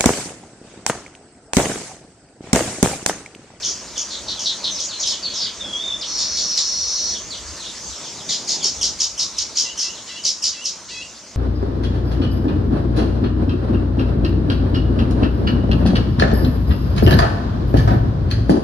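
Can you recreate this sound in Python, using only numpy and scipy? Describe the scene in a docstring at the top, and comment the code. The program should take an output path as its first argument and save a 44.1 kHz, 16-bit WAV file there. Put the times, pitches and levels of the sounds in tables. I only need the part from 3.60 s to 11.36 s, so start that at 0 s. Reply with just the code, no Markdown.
"""Weaver birds in leafy trees: near males scold in harsh chips, bursts of steep down-sweeps with period doubling.
They add low churrs, short twitters, a trembling whistle and a two-voiced wheezing buzz.
Other birds slur downward and a far one mews with a reed and a whistle; foliage scatters every call with random echoes.
Behind lie shaped noise: the distant colony's hiss, a low murmur, a passing low rush and air on the microphone."""
import sys
import numpy as np
from scipy import signal
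from scipy.fft import rfft, irfft, next_fast_len
from scipy.io import wavfile
from scipy.ndimage import uniform_filter1d, map_coordinates

SR = 44100
rng = np.random.default_rng(int(sys.argv[2]) if len(sys.argv) > 2 else 0)


def put_to_file(sound):
    """Save the sound as 16-bit audio at rate SR, in the file named by the first command-line argument."""
    columns = np.atleast_2d(sound).T  # one column per channel
    safe = np.clip(columns, -1, 1)
    whole_steps = np.round(safe * 32767)
    wavfile.write(sys.argv[1], SR, whole_steps.astype(np.int16))


N = 342216
TIME = np.arange(N) / SR
TOP_HZ = 15760  # band limit


def amp(db):
    """Decibels to gain."""
    return 10 ** (np.asarray(db) / 20)


def unit(x):
    """Scale to rms 1."""
    return x / np.sqrt(np.mean(x ** 2) + 1e-20)


def along(points, hz):
    """Interpolate (frequency, value) points on a log-frequency axis."""
    f, v = np.transpose(points)
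    return np.interp(np.log(hz + 1), np.log(f + 1), v)


def curves(rows):
    """One value per sample for each column after the time."""
    s, *cols = np.transpose(rows)
    return [np.interp(TIME, s, c) for c in cols]


def wobble(rate, size=N):
    """A smooth random curve through normal knots, rate knots per second."""
    knots = rng.standard_normal(size // 8 + 4)
    return map_coordinates(knots, [np.arange(size) * rate / SR], mode="wrap")


def filtered(x, response):
    """Multiply the spectrum of x by a response of frequency."""
    size = next_fast_len(x.shape[-1] + 8192)
    spectrum = rfft(x, size) * response(np.fft.rfftfreq(size, 1 / SR))
    return irfft(spectrum, size)[..., :x.shape[-1]]


def add(track, s, x):
    """Mix x into the track at time s."""
    i = max(round(s * SR), 0)
    track[..., i:i + x.shape[-1]] += x[..., :track.shape[-1] - i]


def envelope(t, length, attack, release):
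    """Linear rise, hold and fall within a length of time."""
    return np.clip(np.minimum(t / attack, (length - t) / release), 0, 1)


def progress(length):
    """The share of a short note that has passed, sample by sample."""
    return np.clip(np.arange(SR // 8) / SR / length, 0, 1)


# left-right likeness: (frequency [Hz], correlation [-1 to 1])
LIKENESS = [(60, 0.45), (130, 0.7), (220, 0.95), (400, .97), (1500, 0.97), (3500, 0.81), (6000, 0.55),
            (9000, 0.18), (14000, 0.16)]


def ports(pair):
    """Mix two unrelated sounds into two microphone ports, their correlation set by frequency."""
    def response(hz):
        turn = np.arccos(np.clip(along(LIKENESS, hz), -1, 1)) / 2
        return np.array([np.cos(turn), np.sin(turn)])
    mid, side = filtered(pair, response)
    return np.array([mid + side, mid - side])


def aside(x, lead_us):
    """Sound from one side reaches the left port lead_us microseconds before the right."""
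    halves = np.array([[1], [-1]])
    return filtered(x, lambda hz: np.exp(1j * np.pi * hz * lead_us * 1e-6 * halves))


def rush(spectrum, patchy_db):
    """Stereo noise of rms 1, shaped by a spectrum, with random gain patches in time and frequency."""
    z = signal.stft(rng.standard_normal((2, N)), nperseg=512)[2]
    across_hz = uniform_filter1d(rng.standard_normal(z.shape[1:]), size=7, axis=0)
    patches = unit(uniform_filter1d(across_hz, size=9, axis=1))
    pair = signal.istft(z * amp(patchy_db * patches), nperseg=512)[1][:, :N]
    return unit(ports(filtered(pair, lambda hz: amp(along(spectrum, hz)))))


# decay of the tree tail: (frequency [Hz], t60 [s])
TREE_DECAY = [(2000, 0.3), (5000, 0.31), (7000, 0.39), (12000, 0.054)]
# colour of the reflections: (frequency [Hz], gain [dB])
REFLECTION_COLOUR = [(2000, -1.5), (3400, 7), (4400, 2.5), (5400, 2), (6200, 3.5), (6800, 10.5), (7700, 3),
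                     (12000, 6)]


def foliage(x, leaves_db, trees_db, echo_db=-14, echo_s=.038, leaves_t60_s=0.13):
    """Direct sound, quick scatter from near leaves, one distinct echo and the tail of the trees."""
    size = SR // 2
    t = np.arange(size) / SR
    hz, frame_s, z = signal.stft(rng.standard_normal((2, size)), SR, nperseg=256)
    decay = amp(-60 * frame_s / along(TREE_DECAY, hz)[:, None])
    trees = signal.istft(z * decay, SR, nperseg=256)[1][:, :size]
    leaves = rng.standard_normal((2, size)) * amp(-60 * t / leaves_t60_s)
    build = 1 - np.exp(-t / .007)
    scatter = amp(leaves_db) * unit(leaves * build) + amp(trees_db) * unit(trees * build)
    paths = ports(scatter) / np.sqrt(size)
    paths[:, min(round(echo_s * SR), size - 1)] += amp(echo_db)
    paths = filtered(paths, lambda f: amp(along(REFLECTION_COLOUR, f)))
    paths[:, 0] += 1  # direct sound
    return signal.fftconvolve(x[None], paths, axes=1)


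def tone(pitch, second_db=-36, third_db=-50):
    """An almost pure whistle: a sine with faint second and third harmonics."""
    phase = 2 * np.pi * np.cumsum(pitch) / SR
    third = amp(third_db) * (3 * pitch < TOP_HZ) * np.sin(3 * phase)
    return np.sin(phase) + amp(second_db) * np.sin(2 * phase) + third


# beak resonance: (frequency [Hz], gain [dB])
BEAK_GAIN = [(1500, -1.5), (2600, -17), (3400, 6), (4400, 4), (5400, 4.5), (6700, 4.5), (7600, -6.5),
             (9000, -13), (12000, -25.5), (16000, -38)]


def syrinx(pitch, harsh, overtone_db=-14):
    """A tone through the beak; when harsh, period doubling adds lines halfway between the harmonics."""
    phase = 2 * np.pi * np.cumsum(pitch) / SR
    # (multiple of pitch, gain before the beak)
    lines = [(1, 1), (2, amp(overtone_db) + harsh / 2), (1 / 2, harsh), (3 / 2, harsh), (5 / 2, harsh / 2)]
    out = 0
    for k, gain in lines:
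        beak = amp(along(BEAK_GAIN, k * pitch)) * (k * pitch < TOP_HZ)
        out = out + gain * beak * np.sin(k * phase)
    return out


def sweeps(hz, length, rate, fall, sag, fade_db):
    """Pitch, loudness and cycle count of sweeps falling `fall` octaves; the first peaks two periods in."""
    t = np.arange(SR // 6) / SR - 2 / rate
    uneven = .06 * wobble(45, len(t)) * np.clip(t * rate, 0, 1)  # sets in after the first peak
    cycle = t * rate + 1 / 2 + uneven
    place = cycle % 1 - 1 / 2
    pitch = hz * 2 ** (-fall * place - sag * t)
    pulse = np.cos(np.pi * place).clip(0) ** .6 * (.55 + .65 * np.exp(-(place / .17) ** 2))
    gate = (cycle > 0) * np.clip((length - t) * rate, 0, 1)
    hold = gate * amp(-fade_db * t / length + wobble(34.6, len(t)))
    return pitch, hold * pulse, cycle


def note(u, glide, rasp, fade_db, leaves_db):
    """A gliding note among the leaves; rasp is fast flutter of pitch and level."""
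    pitch = glide * (1 + 0.171 * rasp * wobble(904, len(u)))
    shake_db = (1 + 4 * rasp) * wobble(250, len(u))
    swell = np.sin(np.pi * u).clip(0) ** 0.29
    call = swell * amp(shake_db - fade_db * u) * tone(pitch)
    return foliage(call, leaves_db, trees_db=-6.5)


# breeze course: (time [s], level [dB])
BREEZE_LEVEL = [(0, -53), (2.2, -52.5), (3.9, -48), (4.7, -58), (5.6, -49.5), (6.6, -61), (7.76, -56)]
# puffs: (peak time [s], level [dB])
AIR_PUFFS = [(3.25, -44), (3.5, -44), (3.91, -43.5), (4.3, -51), (5.19, -45), (5.31, -50), (5.82, -52)]
# air spectrum: (frequency [Hz], relative level [dB per Hz])
AIR_SPECTRUM = [(12, -44), (20, -33), (65, -2.5), (130, -19.5), (170, -84), (290, -120)]
PUFF_S, BREEZE_WOBBLE_DB = 0.032, 3  # puff half-width at 1/e; unrest of the breeze


def air():
    """Low noise from a restless breeze and a few puffs buffeting the microphone ports."""
    breeze = amp(curves(BREEZE_LEVEL)[0] + BREEZE_WOBBLE_DB * wobble(9))
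    puffs = sum(amp(db) * np.exp(-((TIME - s) / PUFF_S) ** 2) for s, db in AIR_PUFFS)
    return (breeze + puffs) * rush(AIR_SPECTRUM, patchy_db=0.0)


# murmur course: (time [s], level [dB])
MURMUR_COURSE = [(0, -40.3), (2.3, -39.5), (3.1, -41), (4.8, -41), (5.8, -43), (7.1, -45), (7.76, -46)]
# murmur spectrum: (frequency [Hz], relative level [dB per Hz])
MURMUR_SPECTRUM = [(59, -34), (100, -2), (145, -5.5), (200, 2), (250, -2.5), (340, -.5), (426, -3.5),
                   (627, -1), (765, -7.5), (921, -3), (1680, -8), (2400, -8.5), (3120, -9), (5280, -120)]


def murmur():
    """Low outdoor murmur: patchy noise on a slow level course."""
    return amp(curves(MURMUR_COURSE)[0]) * rush(MURMUR_SPECTRUM, patchy_db=2.0)


# low rush spectrum: (frequency [Hz], relative level [dB per Hz])
SWELL_SPECTRUM = [(70, -20), (140, 3.5), (220, -2), (380, 0), (550, -9), (850, -4.5), (1400, -27),
                  (2000, -71)]
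SWELL_S, SWELL_LENGTH_S, SWELL_ATTACK_S, SWELL_RELEASE_S, SWELL_DB = 4.33, 1.047, 0.23, 0.089, -42.5


def passing_rush():
    """A low rush of patchy noise that rises and passes."""
    passing = envelope(TIME - SWELL_S, SWELL_LENGTH_S, SWELL_ATTACK_S, SWELL_RELEASE_S)
    return amp(SWELL_DB) * passing * rush(SWELL_SPECTRUM, patchy_db=4.0)


# colony course: (time [s], level [dB])
COLONY_LEVEL = [(0, -36), (1.0, -34.5), (2.1, -37), (4.5, -33.5), (5.7, -37), (7.2, -39.5), (7.76, -41.5)]
# colony spectrum: (frequency [Hz], relative level [dB])
COLONY_SPECTRUM = [(1500, -31), (2500, -30.5), (3300, -6), (3900, -5.5), (5000, -0.5), (6400, 3),
                   (7500, -4.5), (9000, -15.5), (12000, -30), (15500, -40)]


def distant_colony():
    """Many far voices merge into a drifting, patchy hiss."""
    drift = amp(.5 * wobble(8))
    hiss = aside(rush(COLONY_SPECTRUM, patchy_db=2.5), lead_us=10.0)
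    return amp(curves(COLONY_LEVEL)[0]) * drift * hiss


# nasal calls: (time [s], level [dB], length [s], lowest whistle pitch [Hz])
NASAL_CALLS = [(6.029, -34.5, 0.082, 2750), (6.204, -36.5, 0.11, 2673), (6.463, -36.5, 0.13, 2710),
               (6.915, -39, 0.12, 2670), (7.279, -35, 0.16, 2553)]
# throat resonance: (frequency [Hz], gain [dB])
THROAT_GAIN = [(1300, -43), (2000, -2), (2700, -9), (3300, -1.5), (4100, 3.5), (4700, 2.5), (6000, -1.5),
               (7000, -7), (11000, -29)]
MEW_TURN, MEW_RISE, MEW_DROOP = .55, .15, .3  # turning point (share of call); whistle bend, reed droop
MEW_ATTACK_S, MEW_RELEASE_S = 0.017, .01


def nasal_calls(reed_hz=672, reed_db=1, reed_fade_db=7, whistle_db=-7, whistle_swell_db=12):
    """A far bird mews with two voices: a reedy stack arches and fades, a whistle sags, turns up and swells."""
    out = np.zeros((2, N))
    t = np.arange(SR // 4) / SR
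    for s, db, length, hz in NASAL_CALLS:
        u = np.clip(t / length, 0, 1)
        off_turn = np.abs(u - MEW_TURN) / MEW_TURN
        pitch = reed_hz * (1 - MEW_DROOP * off_turn ** 4) * (1 + 0.013 * wobble(297, len(t)))
        phase = 2 * np.pi * np.cumsum(pitch) / SR
        reed = sum(amp(along(THROAT_GAIN, k * pitch)) * np.sin(k * phase) for k in range(2, 15))
        bend = 1 + MEW_RISE * np.tanh((off_turn / 0.71) ** 3)
        high = amp(whistle_db + whistle_swell_db * u) * tone(hz * bend, second_db=-17)
        call = high + amp(reed_db - reed_fade_db * u) * unit(reed)
        loud = amp(db) * envelope(t, length, MEW_ATTACK_S, MEW_RELEASE_S)
        add(out, s, foliage(loud * call, leaves_db=-7, trees_db=-12))
    return out


# slurs: (time [s], level [dB], length [s], start pitch [Hz])
SLUR_NOTES = [(0.021, -21.5, 0.019, 5600), (0.357, -30, 0.023, 3610), (0.768, -33, 0.041, 3560),
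              (1.172, -27.5, 0.033, 4940), (1.281, -28.5, 0.063, 4880), (1.427, -20.5, 0.015, 4280),
              (1.486, -22.5, 0.054, 4880), (1.639, -30.5, 0.043, 4150), (1.847, -24, 0.031, 4000),
              (2.412, -20, 0.024, 5400), (3.539, -30, 0.031, 3860), (3.703, -26, 0.051, 4690),
              (3.996, -32.5, 0.051, 4390), (4.294, -38.5, 0.052, 4440), (4.44, -34, 0.031, 3730),
              (4.574, -37.5, 0.046, 4340), (4.686, -27, 0.049, 3790), (5.001, -30, 0.024, 3700),
              (5.731, -39, 0.09, 4250), (6.348, -36, 0.043, 4330)]
SLUR_END_HZ, SLUR_BEND, SLUR_RASP = 2760, 1.3, 0.076  # bend: exponent, higher steepens later; rasp 0-1


def slurs():
    """Clean single notes slide down to one shared bottom pitch."""
    out = np.zeros((2, N))
    for s, db, length, start_hz in SLUR_NOTES:
        u = progress(length)
        glide = start_hz * (SLUR_END_HZ / start_hz) ** (u ** SLUR_BEND)
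        add(out, s, amp(db) * note(u, glide, SLUR_RASP, fade_db=7, leaves_db=-6.5))
    return out


BUZZ_S, BUZZ_LENGTH_S, BUZZ_ATTACK_S, BUZZ_RELEASE_S = 2.425, 1.174, 0.097, 0.1
BUZZ_DB, BUZZ_SWELL_DB_PER_S = -29, 1.5
BUZZ_HZ, BUZZ_RISE_HZ_PER_S = 5446, 190  # upper voice
BUZZ_SCOOP_HZ, BUZZ_SCOOP_S = 497, .055  # upper voice enters from above and settles


def buzz():
    """A wheeze: both sides of the syrinx flutter about 490 times a second, one high and wide, one low and narrow."""
    t = np.clip(TIME - BUZZ_S, 0, BUZZ_LENGTH_S)
    hz = BUZZ_HZ + BUZZ_RISE_HZ_PER_S * t + BUZZ_SCOOP_HZ * np.exp(-t / BUZZ_SCOOP_S)
    flutter = np.sin(2 * np.pi * np.cumsum(490 * (1 + .12 * wobble(150))) / SR)
    high_hz = hz * (1 + 0.015 * flutter + 0.066 * wobble(1500))
    high = syrinx(high_hz, 0) * amp(1.6 * wobble(500))
    low_hz = 4350 * (1 + 0.0116 * wobble(600) + 0.031 * wobble(2200))
    low = syrinx(low_hz, 0) * (1 + .5 * flutter) * amp(2.3 * wobble(300))
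    voice = unit(high) + amp(-7.0) * unit(low)
    loud = amp(BUZZ_DB + BUZZ_SWELL_DB_PER_S * t) * envelope(t, BUZZ_LENGTH_S, BUZZ_ATTACK_S, BUZZ_RELEASE_S)
    return aside(foliage(loud * voice, leaves_db=0.0, trees_db=-16.0)[:, :N], lead_us=-12)


# whistle course: (time [s], pitch [Hz], level [dB])
WHISTLE_COURSE = [(2.0, 3650, -26), (2.013, 3650, -22.5), (2.03, 3390, -31), (2.08, 3336, -31.5),
                  (2.16, 3290, -25), (2.225, 3630, -29), (2.28, 3620, -23.5), (2.32, 3526, -23),
                  (2.36, 3570, -31.5)]
WHISTLE_S, WHISTLE_LENGTH_S, WHISTLE_ATTACK_S, WHISTLE_RELEASE_S = 1.995, 0.41, 0.014, 0.018


def whistle(tremble_hz=98, beat_hz=42, beat_db=4.0):
    """One thin note dips and lifts; a fast tremble splits it into close strands, and its level beats."""
    hz, db = curves(WHISTLE_COURSE)
    tremble = np.sin(2 * np.pi * np.cumsum(tremble_hz * (1 + .2 * wobble(40))) / SR)
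    pitch = hz * (1 + 0.02 * tremble + 0.0064 * wobble(220))
    beat = beat_db * np.sin(2 * np.pi * np.cumsum(beat_hz * (1 + 0.18 * wobble(20))) / SR)
    loud = envelope(TIME - WHISTLE_S, WHISTLE_LENGTH_S, WHISTLE_ATTACK_S, WHISTLE_RELEASE_S)
    call = loud * amp(db + beat + wobble(150)) * tone(pitch, second_db=-36, third_db=-40)
    return foliage(call, leaves_db=-10, trees_db=-19)[:, :N]


# twitters: (time [s], level [dB], length [s], mid pitch [Hz], rasp [0-1])
TWITTER_NOTES = [(1.11, -22, 0.026, 6000, 0.1), (1.145, -22, 0.033, 5620, 0.32),
                 (1.237, -27, 0.027, 6230, 0.6), (1.328, -28.5, 0.051, 4200, 0.1),
                 (1.396, -21.5, 0.051, 5500, 0.63), (1.627, -21, 0.054, 4400, 0.17),
                 (1.69, -30.5, 0.054, 4130, 0.46), (1.736, -24, 0.066, 5450, 0.59),
                 (1.801, -22.5, 0.063, 4616, 0.56)]
TWITTER_SAG_OCT = 0.118  # lost over a note


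def twitters():
    """Short notes sink a little, some clean and some rasping with fast flutter."""
    out = np.zeros((2, N))
    for s, db, length, hz, rasp in TWITTER_NOTES:
        u = progress(length)
        glide = hz * 2 ** (TWITTER_SAG_OCT * (1 / 2 - u))
        add(out, s, amp(db) * note(u, glide, rasp, fade_db=5.0, leaves_db=-3))
    return out


# churrs: (first sweep peak time [s], level [dB], pitch at that peak [Hz], length from that peak [s])
CHURR_CALLS = [(0.509, -26, 4280, 0.081), (0.686, -20.5, 4250, 0.062), (0.860, -18, 4230, 0.076),
               (1.044, -18, 4110, 0.064), (1.44, -24, 3840, 0.05), (1.745, -29.5, 3950, 0.091),
               (4.053, -30, 3970, 0.066)]


def churrs(rate_hz=90, upper_ratio=1.33, upper_db=-10, lead_db=-13, dive_oct=.25):
    """Low, quick rolls sink in pitch after a soft first sweep; the other side of the syrinx rasps above."""
    out = np.zeros((2, N))
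    for s, db, hz, length in CHURR_CALLS:
        pitch, loud, cycle = sweeps(hz, length, rate_hz, fall=0.705, sag=2.5, fade_db=13.0)
        pitch = pitch * 2 ** (-dive_oct * (cycle % 1 - 1 / 2).clip(0))  # each sweep steepens as it ends
        lead = amp(lead_db) * np.sin(np.pi * np.clip(cycle + 1, 0, 1))
        above = upper_ratio * hz * (1 + 0.041 * wobble(1160, len(pitch)))
        below = pitch * (1 + 0.026 * wobble(1001, len(pitch)))
        voice = tone(below) + amp(upper_db) * tone(above)
        call = amp(db) * (loud + lead) * voice
        add(out, s - 2 / rate_hz, foliage(call, leaves_db=-0.5, trees_db=-7.5))
    return out


# chips: (first sweep peak time [s], level [dB], pitch at that peak [Hz], length from that peak [s],
#         lead-in relative level [dB])
CHIP_CALLS = [(0.05, -20.5, 5820, 0.056, -10), (0.381, -21, 5800, 0.026, -15),
              (0.797, -26, 5650, 0.095, -18), (1.205, -23, 5630, 0.028, -10),
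              (1.475, -21.5, 5240, 0.046, -5.5), (2.59, -22, 4890, 0.043, -12),
              (2.774, -22, 4870, 0.046, -15), (2.978, -18, 4900, 0.025, -17),
              (4.708, -21.5, 4944, 0.064, -4.5), (4.894, -18.5, 5200, 0.052, -9),
              (5.046, -13.5, 5344, 0.032, -13), (5.231, -17, 5280, 0.044, -5.5),
              (5.407, -15.5, 5370, 0.041, -16), (5.596, -18, 5280, 0.05, -9.5),
              (5.788, -16.5, 5210, 0.021, -18), (5.974, -16, 5460, 0.05, -13),
              (6.194, -19.5, 5520, 0.066, -8), (6.654, -16.5, 5280, 0.049, -14),
              (6.842, -17, 5310, 0.049, -8), (7.058, -20, 5340, 0.031, -12)]
CHIP_HZ, HARSH, HARSH_GROWS = 5312, .42, 2.37  # reference pitch, harshness there, growth exponent as pitch drops


def chips(rate_hz=76):
    """Near males scold in bursts of rough down-sweeps, each led in by a soft slide; lower calls are harsher."""
    out = np.zeros((2, N))
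    for s, db, hz, length, lead_db in CHIP_CALLS:
        harsh = HARSH * (CHIP_HZ / hz) ** HARSH_GROWS
        fall_oct = 0.556 + 0.563 * harsh  # harsher calls sweep wider
        pitch, loud, cycle = sweeps(hz, length, rate_hz, fall_oct, sag=1.2, fade_db=9.5)
        pitch = pitch * 2 ** (-harsh * (cycle % 1 - 1 / 2).clip(0))  # and steepen as each sweep ends
        jitter = 1 + harsh * .05 * wobble(1100, len(pitch))
        lead_pitch = hz * rng.uniform(0.83, 1.08) * 2 ** (-.4 * (cycle + 1 / 2).clip(-1, 1))
        lead_loud = np.sin(np.pi * np.clip(cycle + 1, 0, 1)).clip(0) ** .5
        lead = lead_loud * syrinx(lead_pitch * jitter, 2.1 * harsh)
        call = amp(db) * (loud * syrinx(pitch * jitter, harsh) + amp(lead_db) * lead)
        add(out, s - 2 / rate_hz, foliage(call, leaves_db=-5, trees_db=-6.5, echo_db=-9))
    return aside(out, lead_us=-10.0)


def scene():
    """All the birds over the outdoor background."""
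    background = air() + murmur() + passing_rush() + distant_colony()
    other_birds = nasal_calls() + slurs()
    near_males = buzz() + whistle() + twitters() + churrs() + chips()
    return background + other_birds + near_males


def record(dry):
    """Cut everything above the band limit."""
    return filtered(dry, lambda hz: hz < TOP_HZ)


dry = scene()
out = record(dry)
put_to_file(out)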